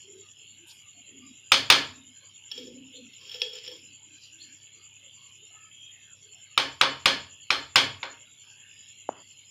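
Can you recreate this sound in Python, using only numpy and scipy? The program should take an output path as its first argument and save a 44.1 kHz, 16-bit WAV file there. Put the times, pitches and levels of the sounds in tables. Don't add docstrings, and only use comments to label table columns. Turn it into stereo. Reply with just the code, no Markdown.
import sys
import numpy as np
from scipy import signal
from scipy.fft import rfft, irfft, next_fast_len
from scipy.io import wavfile
from scipy.ndimage import uniform_filter1d

SR = 44100
rng = np.random.default_rng(int(sys.argv[2]) if len(sys.argv) > 2 else 0)


def wav_out(sig):
    wavfile.write(sys.argv[1], SR, np.round(np.clip(np.atleast_2d(sig).T, -1, 1) * 32767).astype(np.int16))


def how_loud(loudness_db):
    steps = np.asarray(loudness_db, float) / 20
    return 10 ** steps


N = 418950

# f/Hz, left level/dB, right level/dB
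FLOOR = [(25, -122, -121), (62.5, -102, -101), (101, -94.5, -90.5), (150, -96, -97), (430, -103, -104),
         (654, -108, -108), (1620, -107, -109), (3180, -100, -110), (3800, -105, -116), (5400, -106, -123),
         (6350, -124, -137), (8500, -132, -140), (12000, -126, -124), (14500, -135, -132)]
# f/Hz, width/Hz, left level/dB, right level/dB, throb/dB, buzz/dB, leak/dB
INSECTS = [(7064, 590, -50.5, -68, 4.5, 1, 5.5), (2963, 814, -53.5, -82.5, 0.3, -5, 11),
           (2184, 170, -66.5, -81.5, 0.3, 0.4, 25.5), (10970, 760, -71.5, -87.5, 0.25, 1.4, 6.5),
           (3972, 100, -74, -92.5, -3.1, -0.3, 12), (6070, 37, -73, -95, 5.7, -3.9, 24.5)]
# t/s, lead/throbs
DRIFT = [(0, -0.18), (1.5, 0.037), (3, .01), (4.5, 0.023), (5, -.2), (7, -0.0032), (7.5, -0.23),
         (9.5, -0.077)]
# centre t/s, length/s, f/Hz, level/dB
SWELLS = [(0.145, 0.18, 392, -54.5), (0.625, 0.082, 335, -69), (0.861, 0.075, 1180, -80),
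          (0.994, 0.051, 266, -64), (0.979, 0.056, 707, -75), (1.238, 0.24, 265, -55),
          (1.248, 0.083, 1180, -78), (1.983, 0.29, 261, -59), (2.738, 0.34, 265.5, -50),
          (2.668, 0.2, 360, -57.5), (2.982, 0.11, 496, -58.5), (3.034, 0.15, 265, -55.5),
          (3.75, 0.14, 336, -62.5), (4.113, .1, 314, -69), (4.412, 0.19, 320, -71),
          (5.415, 0.1, 420, -73.5), (5.609, 0.16, 1292, -68), (5.634, 0.22, 1750, -81),
          (5.85, 0.19, 3240, -52.5), (6.279, 0.092, 432, -68.5)]
# f/Hz, level/dB
GRAINS = [(1500, -20), (3000, 14.5), (5000, -16), (9000, 1.5), (13000, -5), (15000, -25.5)]
# t/s, peak level/dB, brightness/(dB/octave), pan/dB
KNOCKS = [
    (1.5193, -3, 1.5, 5),
    (1.7013, 2.5, 0.91, 2.8),
    (6.5775, -5, 0.17, 2.1),
    (6.8125, -1.5, -0.08, 1.5),
    (7.0576, -2, 0.75, 2),
    (7.5051, -6, -0.1, 1.2),
    (7.7583, 0.5, 0.54, 3.5),
    (8.0305, -17, -2, 0.7),
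]
# f/Hz, level/dB, t60/s; the first three are the thump
POT_MODES = [(90, -26.5, .3), (133.5, -21.5, 0.29), (272.4, -19, .2), (543, -10, 0.18), (930, -10.5, 0.17),
             (1085, -11.5, 0.43), (1128, -8, 0.072), (1358, -5.5, 0.075), (1720, -5.5, 0.25),
             (2130, -5, 0.099), (2331, -18.5, 0.045), (2880, -9.5, .1), (2921, -8, 0.17),
             (3015, -5.5, 0.32), (3330, 7, 0.051), (2960, -14, .12), (3700, -13, 0.038), (4200, 1.5, 0.12),
             (4440, -6.5, 0.1), (4400, -14, 0.04), (5430, -7, 0.061), (5230, -10, 0.15), (5100, -23, 0.027),
             (5730, -19, .08), (7170, -13, 0.19)]
# f/Hz, level/dB
CRACK = [(30, -49), (90, -22), (300, -12.5), (1000, -1), (3000, 3.5), (5000, -1.5), (7000, -12),
         (10000, -25), (14000, -38), (15500, -60.5)]
# t/s, peak level/dB, hollow level/dB
TAPS = [(2.5152, -16.5, -42), (2.5767, -21, -16), (2.5883, -44, -29), (2.6692, -34.5, -8),
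        (3.133, -41.5, -30), (3.2109, -37, -30.5), (3.274, -38, -20), (3.294, -25, -43), (3.3145, -23, -49),
        (3.343, -19.5, -24), (3.397, -26, -40), (3.4064, -24, -40), (3.4178, -8.5, -25),
        (3.4952, -30.5, -25), (3.5307, -25, -17.5), (3.5534, -25.5, -24.5), (3.6376, -31, -30),
        (3.6776, -19.5, -20.5), (3.7136, -27.5, -22), (3.7235, -29, -28)]
# f/Hz, level/dB, t60/s
SPOON_MODES = [(879, -25.5, 0.057), (1367, -31.5, 0.06), (1750, -19, 0.063), (2390, -22.5, 0.046),
               (2960, -4.5, 0.032), (3250, -5.5, 0.11), (3303, 5, 0.031), (4490, -14, 0.058),
               (5360, -1.5, 0.05), (5266, -9.5, 0.06), (9480, -21.5, 0.026), (12040, -15.5, 0.017)]
# f/Hz, level/dB, t60/s
JAR_AIR = [(434.5, -6, 0.1), (494.7, -0.5, 0.097)]
# f/Hz, level/dB
TICK = [(300, -59), (1200, -23.5), (2300, -3), (3200, 9.5), (4300, -4.5), (5500, 5), (6300, -11.5),
        (12000, -40), (15000, -52)]
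# centre t/s, length/s, pressure level/dB, depth in jar level/dB
STROKES = [
    (2.583, 0.069, -49.5, -13.5),
    (2.728, 0.052, -62, 6.5),
    (3.238, 0.062, -54, -9.5),
    (3.345, 0.048, -46, -24),
    (3.466, 0.035, -54, -28),
    (3.567, 0.035, -44.5, -32),
    (3.663, 0.023, -48.5, -9),
    (3.73, 0.08, -52, -19),
]
# t/s, length/s, from f/Hz, to f/Hz, level/dB
CHIRPS = [
    (2.906, .06, 2804, 4400, -48.5),
    (4.196, .064, 6640, 2502, -49),
    (4.362, 0.065, 2750, 5400, -52.5),
]
# f/Hz, t60/s
ROOM_T60 = [(100, 0.71), (260, 0.5), (700, 0.39), (1840, 0.37), (4850, 0.33), (8000, 0.29), (12800, 0.29)]
# f/Hz, level/dB
RIGHT_PORT = [(60, 3.5), (700, 3), (1300, 4.5), (2400, -7), (4400, -8.5), (6500, -14.5), (9000, -18),
              (15000, -9)]

MAINS_HZ, MAINS_DB = 100, -69.5
FRIDGE_HZ, FRIDGE_DB = 133, -75.5
STEADY_BELOW_HZ, STEADY_MARGIN = 1500, .5
THROBS_PER_S = 10.12
SWELL_CYCLES = 26
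BOTH_OPEN_DB, LEAN_PER_DB, LEAN_PER_OCTAVE_DB = -52.5, 0.94, 3
SALT_S, SALT_ATTACK_S, SALT_HOLD_S = .66, .014, .05
SALT_DB, SALT_FADE_DB_PER_S = -56, 140
CLUMP_S, CLUMP_LENGTH_S, CLUMP_DB, CLUMP_HZ = .71, .015, -52, [3000, 5600]
THUMP_DB = 0
WALL_S, WALL_DB = .023, -12.5
SKID_T60_S = .012
STROKE_EDGE_DB, RUSTLE_DB = 8.5, 4.5
BUMP_S, BUMP_DB, BUMP_HZ, BUMP_T60_S = 9.0906, -8, 850, 0.006
CASE_HZ, CASE_DB, CASE_T60_S = 270, -23, .025
RUB_DB, RUB_S, RUB_T60_S, RUB_TOP_HZ = -44, .14, .8, 1300
LIKE_BELOW_HZ = 380
PORT_LAG_S = .0008
GATE_MARGIN_DB, GATE_DEPTH_DB = [-0.5, 20.5], 8


def at_hz(points, hz, column=1):
    points = np.array(points)
    return np.interp(np.log(np.maximum(hz, 1)), np.log(points[:, 0]), points[:, column])


def rms_one(x):
    return x / np.sqrt(np.mean(x ** 2) + 1e-20)


def butter(x, order, hz, kind="low"):
    return signal.sosfilt(signal.butter(order, hz, kind, fs=SR, output="sos"), x)


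def colour(x, spectrum):
    size = next_fast_len(x.shape[-1])
    gain = how_loud(at_hz(spectrum, np.fft.rfftfreq(size, 1 / SR)))
    return irfft(rfft(x, size) * gain, size)[..., :x.shape[-1]]


def ring(force, hz, t60):
    r, w = how_loud(-60 / (t60 * SR)), 2 * np.pi * hz / SR
    return signal.lfilter([0, np.sin(w)], [1, -2 * r * np.cos(w), r * r], force + 1e-18)


def strike(times, level_db, modes, spread_db, tilt_db=0, skid_t60=None):
    at = np.round(np.array(times) * SR).astype(int)
    luck = rng.standard_normal((len(at), len(modes), 2))
    out = np.zeros(N)
    for k, (hz, mode_db, t60) in enumerate(modes):
        blow_db = level_db + mode_db + tilt_db * np.log2(hz / 2000) + spread_db * luck[:, k, 0]
        force = np.zeros(N)
        force[at] = how_loud(blow_db) * np.sign(luck[:, k, 1])
        rung = ring(force, hz, t60)
        if skid_t60:
            rung = 2 * (1 - how_loud(-60 / (skid_t60 * SR))) * ring(rung, hz, skid_t60)
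        out += rung
    return out


def cracks(times, level_db, t60, spectrum):
    force = np.zeros(N)
    force[np.round(np.array(times) * SR).astype(int)] = how_loud(level_db)
    burst = signal.lfilter([1], [1, -how_loud(-60 / (t60 * SR))], force + 1e-18)
    gated = burst * rms_one(colour(rng.standard_normal(N), spectrum))
    return colour(gated, [(hz, db / 2) for hz, db in spectrum])


def alike_in_bass(pair):
    return np.array([pair[0], pair[1] + butter(pair[0] - pair[1], 2, LIKE_BELOW_HZ)])


def kitchen(x, level_db):
    t = np.arange(SR // 2) / SR
    edges_hz = 60 * 2 ** np.arange(0, 8.1, .5)
    white, echo = alike_in_bass(rng.standard_normal((2, len(t)))), 0
    for low, high in zip(edges_hz, edges_hz[1:]):
        band = butter(white, 2, [low, high], "band")
        echo = echo + band * how_loud(-60 * t / at_hz(ROOM_T60, np.sqrt(low * high)))
    echo = echo * np.clip((t - .002) / 0.0061, 0, 1)
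    echo = echo / np.sqrt(np.sum(echo[0] ** 2))
    return how_loud(level_db) * signal.fftconvolve(x[None], echo)[:, :N]


def flicker(shape, bins, frames):
    field = rng.standard_normal((shape[0], shape[1] // bins + 1, shape[2]))
    field = uniform_filter1d(uniform_filter1d(field, frames, axis=2), frames // 2, axis=2)
    return rms_one(np.repeat(field, bins, axis=1)[:, :shape[1]])


def white_cells():
    return signal.stft(alike_in_bass(rng.standard_normal((2, N))), SR, nperseg=512)


def suppressed(white, gain, patchy_db, leak_db, threshold):
    hz, _, cells = white
    chance = flicker(cells.shape, bins=2, frames=21)
    margin = STEADY_MARGIN * (hz < STEADY_BELOW_HZ)[:, None]
    opened = 1 / (1 + np.exp(-6 * (chance - margin - np.array(threshold)[:, None, None])))
    opened = opened * (hz > 200)[:, None]
    cells = cells * gain(hz)[..., None] * how_loud(patchy_db * chance + leak_db * opened)
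    return signal.istft(cells, SR, nperseg=512)[1][:, :N]


def floor():
    t = np.arange(N) / SR
    residue = suppressed(white_cells(), np.ones_like, 1.0, 19.5, [1.15, 2.8])
    shaped = [colour(x, [(row[0], row[1 + k]) for row in FLOOR]) for k, x in enumerate(residue)]
    hum = how_loud(MAINS_DB) * np.sin(2 * np.pi * MAINS_HZ * t)
    hum = hum + how_loud(FRIDGE_DB) * np.sin(2 * np.pi * FRIDGE_HZ * t)
    return np.sqrt(SR / 2) * np.array(shaped) + hum


def insects():
    t = np.arange(N) / SR
    count = THROBS_PER_S * t + np.interp(t, *np.transpose(DRIFT))
    throb = np.cos(2 * np.pi * count)
    buzz = np.cos(12 * np.pi * count) + np.cos(24 * np.pi * count)
    out, white = 0, white_cells()
    for hz, width_hz, left_db, right_db, throb_db, buzz_db, leak_db in INSECTS:
        def gain(f):
            return np.exp(-np.abs((f - hz) / width_hz * 1.7) ** 4.8)
        band = suppressed(white, gain, 0.47, leak_db, [-.3, 2.2])
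        band = np.array([rms_one(x) for x in band])
        out = out + band * how_loud(throb_db * throb + buzz_db * buzz) * how_loud([[left_db], [right_db]])
    return out


def swells():
    out = np.zeros((2, N))
    for s, length, hz, level_db in SWELLS:
        pan_db = LEAN_PER_DB * (BOTH_OPEN_DB - level_db) + LEAN_PER_OCTAVE_DB * np.log2(hz / 250)
        at = np.arange(max(s - length, 0) * SR, (s + length) * SR).astype(int)
        t60 = min(.043, SWELL_CYCLES / hz * 2)
        tone = ring(ring(rng.standard_normal(SR), hz, t60), hz, t60)
        tone = rms_one(tone[SR - len(at):])
        hump = np.exp(-(2.05 * (at / SR - s) / length) ** 4)
        out[:, at] += how_loud(level_db) * tone * hump * how_loud([[pan_db / 2], [-pan_db / 2]])
    return out


def salt():
    t = np.arange(N) / SR
    since = t - SALT_S
    fade_db = SALT_FADE_DB_PER_S * np.maximum(since - SALT_HOLD_S, 0)
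    pour = np.clip(since / SALT_ATTACK_S, 0, 1) ** 2 * how_loud(SALT_DB - fade_db)
    grains = rng.standard_normal((2, N)) * (rng.random((2, N)) < 9000 / SR)
    clump = rms_one(butter(grains, 2, CLUMP_HZ, "band"))
    clump = clump * how_loud(CLUMP_DB) * np.exp(-((t - CLUMP_S) / CLUMP_LENGTH_S) ** 2)
    return (rms_one(colour(grains, GRAINS)) * pour + clump) * how_loud([[8], [3]])


def pot():
    s, peak_db, tilt_db, pan_db = np.transpose(KNOCKS)
    modes = strike(s, peak_db - 23, POT_MODES[3:], 3.3, tilt_db)
    modes = modes + strike(s, peak_db - 19.0 + THUMP_DB, POT_MODES[:3], 1.2)

    band_db = np.array([THUMP_DB + 0 * s, -.8 * tilt_db, .7 * tilt_db, 5.0 * tilt_db])
    blow = np.zeros((4, N))
    blow[:, np.round(s * SR).astype(int)] = how_loud(peak_db + 18.0 + band_db)
    low = butter(blow[0], 2, 450)
    middle = butter(blow[1], 2, [450, 1800], "band")
    upper = butter(blow[2], 2, [1800, 4200], "band")
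    high = butter(blow[3], 2, 4200, "high")
    echo = kitchen(modes + colour(middle - low - upper + high, CRACK), 1.7)

    body = cracks(s, peak_db - 1.5, .026, CRACK)
    edge = cracks(s, peak_db - 1.5 + 3 * tilt_db, .026, CRACK)
    crack = butter(body - edge, 2, 3500) + edge
    wall = how_loud(WALL_DB) * np.roll(crack, round(WALL_S * SR))
    side_db = np.interp(np.arange(N) / SR, s, pan_db)
    return (modes + crack + echo + wall) * how_loud([side_db / 2, -side_db / 2])


def spoon():
    s, peak_db, hollow_db = np.transpose(TAPS)
    rung = strike(s, 0.75 * peak_db - 14, SPOON_MODES, 1.2, skid_t60=SKID_T60_S)
    note = strike(s, peak_db + hollow_db + 5.5, JAR_AIR, 1.8, skid_t60=2 * SKID_T60_S)
    dry = rung + note + cracks(s, 2.04 * peak_db + 9, 0.011, TICK)

    grit = rng.standard_normal(N) * how_loud(3.0 * np.minimum(rng.exponential(1, N), 3))
    grit = grit * (rng.random(N) < 4000 / SR)
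    steel = rms_one(sum(how_loud(db) * ring(grit, hz, 3.3 * t60) for hz, db, t60 in SPOON_MODES))
    hollow = rms_one(sum(how_loud(db) * ring(grit, hz, 0.75 * t60) for hz, db, t60 in JAR_AIR))
    rustle = how_loud(RUSTLE_DB) * rms_one(colour(grit, TICK))
    t = np.arange(N) / SR
    for centre, length, pressure_db, depth_db in STROKES:
        hump = how_loud(pressure_db - STROKE_EDGE_DB * ((t - centre) / length) ** 2)
        dry = dry + hump * (steel + rustle + how_loud(depth_db) * hollow)
    return (dry + kitchen(dry, -7)) * how_loud([[1.5], [-1.5]])


def bird():
    dry = np.zeros(N)
    for s, length, from_hz, to_hz, level_db in CHIRPS:
        u = np.linspace(0, 1, round(length * SR))
        waver = rms_one(uniform_filter1d(rng.standard_normal(len(u)), size=300))
        envelope = how_loud(level_db + 5.7 * waver) * np.sin(np.pi * u) ** 0.64
        cycles = np.cumsum(from_hz * (to_hz / from_hz) ** u) / SR
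        dry[round(s * SR):][:len(u)] = envelope * np.sin(2 * np.pi * cycles)
    return (.5 * dry + kitchen(dry, 5.3)) * how_loud([[3], [-1.5]])


def bump():
    force = np.zeros(N)
    force[round(BUMP_S * SR):][:2] = -1, 1
    pop = ring(ring(force, BUMP_HZ, BUMP_T60_S), BUMP_HZ * 0.7, BUMP_T60_S)
    case = ring(-pop, CASE_HZ, CASE_T60_S)
    case = how_loud(CASE_DB) * case / np.abs(case).max()
    pop = how_loud(BUMP_DB) * pop / np.abs(pop).max()
    t = np.arange(N) / SR - BUMP_S
    rub = rms_one(butter(rng.standard_normal(N), 3, [120, RUB_TOP_HZ], "band"))
    rub = rub * (t > 0) * how_loud(RUB_DB - 60 * np.abs(t) / RUB_T60_S)
    rub = rub * np.clip((RUB_S - t) / 0.0076, 0, 1)
    return (pop + case) * how_loud([[-.1], [-45]]) + rub * how_loud([[0], [-15]])


def gate(near, bed):
    cells, noise = (signal.stft(x, SR, nperseg=512)[2] for x in (near, bed))
    margin = how_loud(GATE_MARGIN_DB)[:, None, None] ** 2
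    limit = np.mean(np.abs(noise) ** 2, axis=2, keepdims=True) * margin
    power = uniform_filter1d(uniform_filter1d(np.abs(cells) ** 2, size=2, axis=1), size=5, axis=2)
    opened = power ** 2 / (power ** 2 + limit ** 2)
    return signal.istft(cells * how_loud(GATE_DEPTH_DB * (opened - 1)), SR, nperseg=512)[1][:, :N]


def scene():
    bed = floor() + insects()
    left, right = salt() + pot() + spoon() + bird()
    right = np.roll(colour(right, RIGHT_PORT), -round(PORT_LAG_S * SR))
    near = np.array([left, right]) + bump()
    return gate(near, bed) + swells() + bed


def top_cut(x):
    return signal.sosfilt(signal.butter(12, 15380, fs=SR, output="sos"), x)


def record(dry):
    heard = butter(dry, 2, 42, "high")
    mix = butter(np.clip(heard, -1, 1), 8, 14600)
    return top_cut(mix)


dry = scene()
out = record(dry)
wav_out(out)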